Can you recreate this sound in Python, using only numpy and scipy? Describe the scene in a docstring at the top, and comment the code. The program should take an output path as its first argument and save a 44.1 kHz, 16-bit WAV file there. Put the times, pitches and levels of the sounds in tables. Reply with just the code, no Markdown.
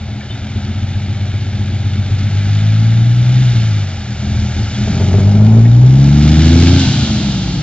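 """A six-cylinder diesel dump truck pulls away, changes gear at about 4 s and accelerates past a stereo
microphone on the verge, 4.5 m from the lane. Firings drone through the exhaust, uneven cylinders make
the pipe throb, combustion knocks clatter once a firing and loose steel clinks on the tipper body. Hard
firings boom and the silencer barks as the load comes on. As the tail goes by, gas hisses from the outlet
and the rear gears whine. The loudest peaks clip at full scale."""
import sys
import numpy as np
from scipy import signal
from scipy.fft import rfft, irfft
from scipy.io import wavfile
from scipy.ndimage import uniform_filter1d

SR = 44100
rng = np.random.default_rng(int(sys.argv[2]) if len(sys.argv) > 2 else 0)


def to_wav(sig):
    """Store sig (one row per channel, or 1-D mono) as 16-bit WAV at the path in sys.argv[1].

    Samples outside -1..1 are clipped; the rate is SR.
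    """
    pcm = np.clip(np.atleast_2d(sig), -1, 1) * 32767
    pcm = np.round(pcm).astype(np.int16)
    wavfile.write(sys.argv[1], SR, pcm.T)  # frames by channels


N = 336042
T = np.arange(N) / SR
HZ = np.maximum(np.fft.rfftfreq(N, 1 / SR), 1)

# engine speed as firing rate: t/s, f/Hz
FIRING_RATE = [(0, 42.4), (.35, 41.6), (.55, 44.27), (1, 46.92), (2, 47), (2.5, 50.55), (3.42, 63.63),
               (3.55, 58.5), (3.75, 52.27), (4.08, 39.25), (4.3, 41.65), (4.8, 40.66), (5.72, 58.96),
               (6, 67.78), (6.6, 85.28), (6.8, 89.73), (7.15, 70.98), (7.62, 56.2)]
# strength of the exhaust: t/s, drone base level/dB, throb level/dB
EXHAUST_LEVELS = [(0, -16.5, -25), (.3, -22.5, -24.5), (.55, -17.5, -21), (1.5, -16.5, -19),
                  (2.05, -14.3, -18), (2.75, -8.5, -24.5), (3.45, -7.5, -20), (3.75, -11.5, -24),
                  (4, -19, -27.5), (4.35, -9, -17.5), (4.8, -16, -17), (5.05, -10, -14.5), (5.85, -4, -22),
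                  (6.3, -4, -13), (6.78, -8, -12), (6.92, -17.5, -12), (7.3, -16, -18), (7.62, -19, -17)]
# exhaust pipe resonances: f/Hz, width/Hz, level/dB
PIPE_MODES = [(109.96, 8.5, 1), (207.4, 5.8, -7.5), (271, 7, -16.5), (338, 19, -22), (362, 11, -27.5)]
# silencer shell resonances: f/Hz, width/Hz, level/dB
SHELL_MODES = [(400.6, 30, 8), (492, 31, 0.5), (621, 37, 5), (710, 35, -30), (880, 68, -41)]
# spectrum of drumming panels: f/Hz, level/dB
PANEL_SPECTRUM = [(280, -8), (375, 1.5), (440, -6), (530, -3), (620, 1), (720, -0.5), (820, 2), (920, -7),
                  (1060, -13.5), (1400, -8.5), (2500, -45)]
# spectrum of fine spray, from injectors or gas jet: f/Hz, level/dB
FIZZ_SPECTRUM = [(3000, -23.5), (4200, 3.5), (5000, 5), (5700, 1.5), (6700, 0), (7400, -6.5), (7900, -26),
                 (8600, -39.5)]
# stereo width at the microphone for all but the gas jet: f/Hz, side minus mid/dB
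FRONT_WIDTH = [(100, -32.5), (300, -19), (900, -15.5), (1600, -16), (2700, -9), (3800, -4), (5000, 3),
               (7500, 7.5)]


def undb(db):
    """Decibels to gain."""
    return 10 ** (np.asarray(db) / 20)


def unit(x):
    """Scale to rms 1."""
    return x / np.std(x)


def curves(table):
    """The columns of a table, joined by straight lines in time."""
    s, *columns = np.transpose(table)
    return [np.interp(T, s, c) for c in columns]


def response(points):
    """Gain per frequency from points of f/Hz, level/dB."""
    hz, db = np.transpose(points)
    return undb(np.interp(np.log(HZ), np.log(hz), db))


def colour(x, gain):
    """Minimum-phase filter with the given gain per frequency."""
    cepstrum = irfft(np.log(gain + 1e-6), N)
    cepstrum[1:N // 2] *= 2
    cepstrum[N // 2 + 1:] = 0
    impulse = irfft(np.exp(rfft(cepstrum)), N)[:N // 16]
    return signal.fftconvolve(x, impulse)[:N]


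def noise():
    """White noise."""
    return rng.standard_normal(N)


def wander(rate_hz):
    """Smooth random drift of spread 1."""
    return unit(irfft(rfft(noise()) / (1 + (HZ / rate_hz) ** 4), N))


def steady(x, span_s=.23):
    """Hold the running rms at 1."""
    return x / np.sqrt(uniform_filter1d(x * x, int(span_s * SR)) + 1e-4 * np.var(x))


def strikes(times, sizes):
    """Single pushes at the given times."""
    x = np.zeros(N)
    np.add.at(x, np.clip(np.asarray(times) * SR, 0, N - 1).astype(int), sizes)
    return x


def fade(x, decay_s):
    """Give each push an exponential tail."""
    return signal.lfilter([1], [1, -np.exp(-1 / (decay_s * SR))], x)


def ring(pushes, modes):
    """Damped resonances ring after each push."""
    t = T[:SR // 2]
    tail = sum(undb(db) * np.exp(-np.pi * width * t) * np.sin(2 * np.pi * hz * t)
               for hz, width, db in modes)
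    return signal.fftconvolve(pushes, tail)[:N]


def puffs(fired, depth, decay_s, scatter_db):
    """Envelope that surges at every firing."""
    sizes = undb(scatter_db * rng.standard_normal(len(fired)))
    surge = fade(strikes(fired, sizes), decay_s)
    depth = np.clip(depth, 0, 1)
    return steady(1 - depth + depth * steady(surge))


def swell(peak_s, peak_db, rise_db_per_s, fall_db_per_s):
    """Level in dB that climbs and sinks as a source sweeps past the microphone."""
    return peak_db - np.maximum(rise_db_per_s * (peak_s - T), fall_db_per_s * (T - peak_s))


def ports(source, width, direct):
    """Direct sound reaches the microphone's left port first; scattered sound differs between ports."""
    mid = source()
    difference = 1j * np.sqrt(direct) * rfft(mid) + np.sqrt(1 - direct) * rfft(source())
    side = irfft(difference * response(width), N)
    return np.array([mid + side, mid - side])


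def pedal(travel_s=.091):
    """Depth of the accelerator, 0-1."""
    # one press for each gear: start/s, end/s, depth/0-1
    presses = [(.35, 3.5, .65), (4.85, 6.8, 1)]
    return sum(depth * np.clip(np.minimum(T - start, end - T) / travel_s + .5, 0, 1)
               for start, end, depth in presses)


def nearness(nearest_s=6.36, speed_m_s=5.83, lane_m=4.5):
    """Lane distance over the engine's distance from the microphone: 1 as it passes."""
    return lane_m / np.hypot(lane_m, speed_m_s * (T - nearest_s))


def outlet_in_view(turn_s=(5.91, 6.56)):
    """0 while the cab hides the exhaust outlet from the microphone, 1 once it is in view."""
    return np.interp(T, turn_s, [0, 1])


def exhaust_drone(crank, rate, jitter_cycles=.007, waver_db=.45, outlet_lift_share=.23):
    """Harmonics of the firing rate swell as they cross the pipe's resonances."""
    # harmonics from the first up: level in front/dB, level facing the outlet/dB, full-throttle gain/dB
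    harmonics = [(-4, -3.5, 4), (0.5, -9, 1.5), (-11, -2, 0), (-18, -25.5, 16), (-13, -37.5, 8)]
    # how the pipe lifts a harmonic that sweeps through it: f/Hz, gain/dB
    pipe_lift = [(42, -19), (48, -25.5), (60, -21.5), (80, -11), (95, -2.5), (112, -1), (138, -2.5),
                 (160, -3.5), (185, -10.5), (207, -2.5), (222, -3.5), (238, -18.5), (280, -18),
                 (440, -28.5)]
    lift_hz, lift_db = np.transpose(pipe_lift)
    base_db, _ = curves(EXHAUST_LEVELS)
    rear, full_throttle = outlet_in_view(), pedal() ** 4
    unsteady_crank = crank + jitter_cycles * wander(51)
    drone = 0
    for k, (front_db, rear_db, throttle_db) in enumerate(harmonics, 1):
        hz = k * rate
        lift = np.interp(np.log(hz), np.log(lift_hz), lift_db)
        db = base_db + full_throttle * throttle_db
        db += (1 - rear) * (front_db + lift) + rear * (rear_db + outlet_lift_share * lift)
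        db += waver_db * (k / 2) ** 2 * wander(20)
        pipe_shift = hz * (hz - 80) / 270 ** 2  # phase in cycles
        drone += undb(db) * np.cos(2 * np.pi * (k * unsteady_crank + pipe_shift))
    return np.sqrt(2) * drone


def exhaust_throb(fired, load, pulling_scatter=.045, stumble=.39, outlet_scatter=.11):
    """The differences between cylinders ring the pipe and burble at the outlet."""
    # relative surplus push of each cylinder in firing order: into the pipe, at the outlet
    cylinders = [(0.37, 0.69), (0.19, -0.14), (-0.041, 0.33), (0.17, 0.57), (-0.022, 0.081), (-0.044, -0.2)]
    # the silencer passes little above its cut-off: f/Hz, gain/dB
    silencer = [(380, -4.5), (460, -16), (900, -26)]
    # spectrum of the burble at the outlet: f/Hz, level/dB
    burble_spectrum = [(28, -59), (48, -23.5), (80, -1), (135, 15), (185, 2), (240, 1), (325, 0),
                       (390, -19), (470, -36), (900, -71.5)]
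    firing_order = np.arange(1, len(fired) + 1) % len(cylinders)
    surplus = (cylinders - np.mean(cylinders, axis=0))[firing_order]
    chance = rng.standard_normal((len(fired), 2))
    # off the throttle the firings stumble
    scatter = np.where(np.interp(fired, T, load) > .1, pulling_scatter, stumble)
    pipe_pushes = strikes(fired, surplus[:, 0] + scatter * chance[:, 0]) + .0028 * noise()
    outlet_pushes = strikes(fired, surplus[:, 1] + outlet_scatter * chance[:, 1]) + .01 * noise()
    pipe = steady(colour(ring(pipe_pushes, PIPE_MODES), response(silencer)))
    burble = steady(colour(outlet_pushes, response(burble_spectrum)))
    # more comes straight from the outlet under load and when it faces the microphone
    share = np.clip(.65 * outlet_in_view() + 2.6 * load ** 3, .01, .92)
    _, throb_db = curves(EXHAUST_LEVELS)
    return undb(throb_db) * (np.sqrt(1 - share) * pipe + np.sqrt(share) * burble)


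def engine_bay(fired, load):
    """Combustion knocks clatter once a firing and drum on the panels; the injectors fizz."""
    # peaks that colour the engine's clatter: f/Hz, half-width/Hz, level/dB
    clatter_peaks = [(1377, 168, -1.5), (1645, 150, 0), (2218, 375, 0.5), (2978, 320, -1.5),
                     (3620, 313, -0.5), (4230, 460, -8.5)]
    # engine clatter from the verge: t/s, base level/dB
    clatter_levels = [(0, -41), (.4, -38.5), (2, -37), (2.55, -33.5), (3.1, -36), (3.5, -31.5), (4, -37),
                      (4.95, -32.5), (5.45, -39), (5.8, -39.5), (6.3, -29), (6.6, -27.5), (7, -32),
                      (7.62, -37.5)]
    clatter_gain = np.sqrt(sum(undb(db) ** 2 / (1 + ((HZ - hz) / width) ** 2) ** 2
                               for hz, width, db in clatter_peaks))
    knock = puffs(fired, depth=.08 + .3 * load, decay_s=.007, scatter_db=3)
    drum = puffs(fired, depth=.12 + .25 * load, decay_s=.008, scatter_db=3)
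    # panels and injectors follow the clatter's level and gain close to the microphone
    clatter_db, near = curves(clatter_levels)[0], nearness()
    panel_db = -26 + .36 * clatter_db + 7 * near
    fizz_db = clatter_db - 12 + np.interp(near, [.16, .38], [0, 4.5])

    def sound():
        clatter = undb(clatter_db + 1.5) * unit(colour(knock * noise(), clatter_gain))
        panels = undb(panel_db) * unit(colour(drum * noise(), response(PANEL_SPECTRUM)))
        fizz = undb(fizz_db) * unit(colour(knock * noise(), response(FIZZ_SPECTRUM)))
        return clatter + panels + fizz
    return ports(sound, FRONT_WIDTH, direct=.99)


def body_clinks():
    """Loose steel strikes the tipper body; each clink is one dying tone."""
    # clinks: t/s, f/Hz, level/dB, t60/s
    clinks = [(.208, 2280, -26, 0.032), (.213, 1760, -29, 0.05), (0.297, 3040, -31, .22),
              (.308, 3590, -29, 0.15), (2.441, 4530, -36.5, 0.12), (4.745, 3310, -26.5, 0.1),
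              (5.653, 1880, -26.5, 0.07), (5.655, 2210, -29, 0.058)]
    t = T[:SR // 2]
    steel = 0
    for s, hz, db, t60 in clinks:
        tone = 1000 ** (-t / t60) * np.sin(2 * np.pi * hz * t)
        steel += signal.fftconvolve(strikes([s], [undb(db)]), tone)[:N]
    return steel


def hard_firings():
    """A hard firing booms in the pipe, cracks on the silencer shell and spits a burst of noise."""
    # hard firings as the load comes on: t/s, relative boom level/dB, relative crack level/dB
    kicks = [(2.098, -9.5, -43.5), (4.876, -10.5, -27), (5.01, -14, -25.5), (5.141, -7.5, -22.5),
             (5.184, -7.5, -24), (5.205, -18.5, -25.5)]
    # the whole silencer box heaves: f/Hz, width/Hz, level/dB
    box_modes = [(68, 26, -1)]
    s, boom_db, crack_db = np.transpose(kicks)
    boom = ring(strikes(s, undb(boom_db)), PIPE_MODES + box_modes)
    blows = strikes(s, undb(crack_db))
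    crack = ring(blows, SHELL_MODES)
    spit = fade(blows, decay_s=.005) * unit(colour(noise(), response(PANEL_SPECTRUM)))
    return undb(-7) * boom + undb(-1) * crack + undb(-2) * spit


def silencer_bark(fired, start_s=4.82, attack_s=.2, hold_s=.53, release_s=.2, turbulence=.11):
    """As second gear takes the load, firings strike the shell and rushing gas makes the panels growl."""
    blows = strikes(fired, undb(rng.standard_normal(len(fired))))
    rush = fade(blows, decay_s=.02) * noise()
    shell = steady(ring(blows + turbulence * rush, SHELL_MODES))
    growl = undb(-3) * steady(colour(rush, response(PANEL_SPECTRUM)))
    age = T - start_s
    attack = np.clip(age / attack_s, 0, 1)
    release = np.exp(-np.maximum(age - attack_s - hold_s, 0) / release_s)
    return undb(-31) * attack * release * (shell + growl)


def gas_jet(fired, load, spray_db=-9.5):
    """The jet at the outlet hisses in puffs once the cab has passed the microphone."""
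    # spectrum of the jet's hiss: f/Hz, level/dB
    hiss_spectrum = [(900, -3), (2000, -16.5), (2800, 1.5), (3600, 4), (4200, 2.5), (5000, -5),
                     (6000, -22.5), (8000, -26.5)]
    # stereo width of the jet at the microphone: f/Hz, side minus mid/dB
    jet_width = [(900, -10), (2000, -7), (3200, -3), (4200, -2), (5200, 2), (7000, 6)]
    flow = puffs(fired, depth=.3 * load, decay_s=.0076, scatter_db=5)
    db = swell(peak_s=6.8, peak_db=-23, rise_db_per_s=20.5, fall_db_per_s=13)
    gain = np.sqrt(outlet_in_view()) * undb(db)
    spectrum = np.hypot(response(hiss_spectrum), undb(spray_db) * response(FIZZ_SPECTRUM))
    return ports(lambda: gain * unit(colour(flow * noise(), spectrum)), jet_width, direct=.15)


def gear_whine(peak_s=6.74, pitch_hz=1560, sag_hz_per_s=390, waver=.008):
    """The rear gears whine, falling in pitch as the back of the truck sweeps past."""
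    db = swell(peak_s, peak_db=-34.5, rise_db_per_s=100, fall_db_per_s=27) + 2 * wander(40)
    hz = (pitch_hz - sag_hz_per_s * (T - peak_s)) * (1 + waver * wander(60))
    return np.sqrt(2) * undb(db) * np.sin(2 * np.pi * np.cumsum(hz) / SR)


def scene(full_load_hz=82):
    """The truck from the verge; one crankshaft times the drone, throb, clatter, bark and puffs."""
    rate = curves(FIRING_RATE)[0]
    crank = np.cumsum(rate) / SR + .3  # one cycle a firing
    fired = T[1:][np.diff(np.floor(crank)) > 0]  # firing times
    load = pedal() * (rate / full_load_hz) ** 2
    exhaust = exhaust_throb(fired, load) + exhaust_drone(crank, rate)
    truck = exhaust + silencer_bark(fired) + hard_firings() + body_clinks() + gear_whine()
    return ports(lambda: truck, FRONT_WIDTH, direct=.94) + engine_bay(fired, load) + gas_jet(fired, load)


def record(dry, bass_hz=38, ceiling=1.0, top_hz=8300):
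    """The microphone colours each side and loses deep bass; peaks clip at full scale; the top is cut."""
    # balance of the microphone's two ports: f/Hz, left minus right/dB
    port_balance = [(60, .6), (150, 1), (300, -.5), (900, 2), (1600, 2), (2700, 1.2), (4650, -3.5),
                    (8000, -2.5)]
    tilt = response(port_balance) ** np.array([[.5], [-.5]])
    bass_cut = 1 / np.sqrt(1 + (bass_hz / HZ) ** 12)
    clipped = np.clip(irfft(rfft(dry) * tilt * bass_cut, N), -ceiling, ceiling)
    return signal.sosfilt(signal.ellip(8, .2, 70, top_hz, fs=SR, output="sos"), clipped)


dry = scene()
out = record(dry)
to_wav(out)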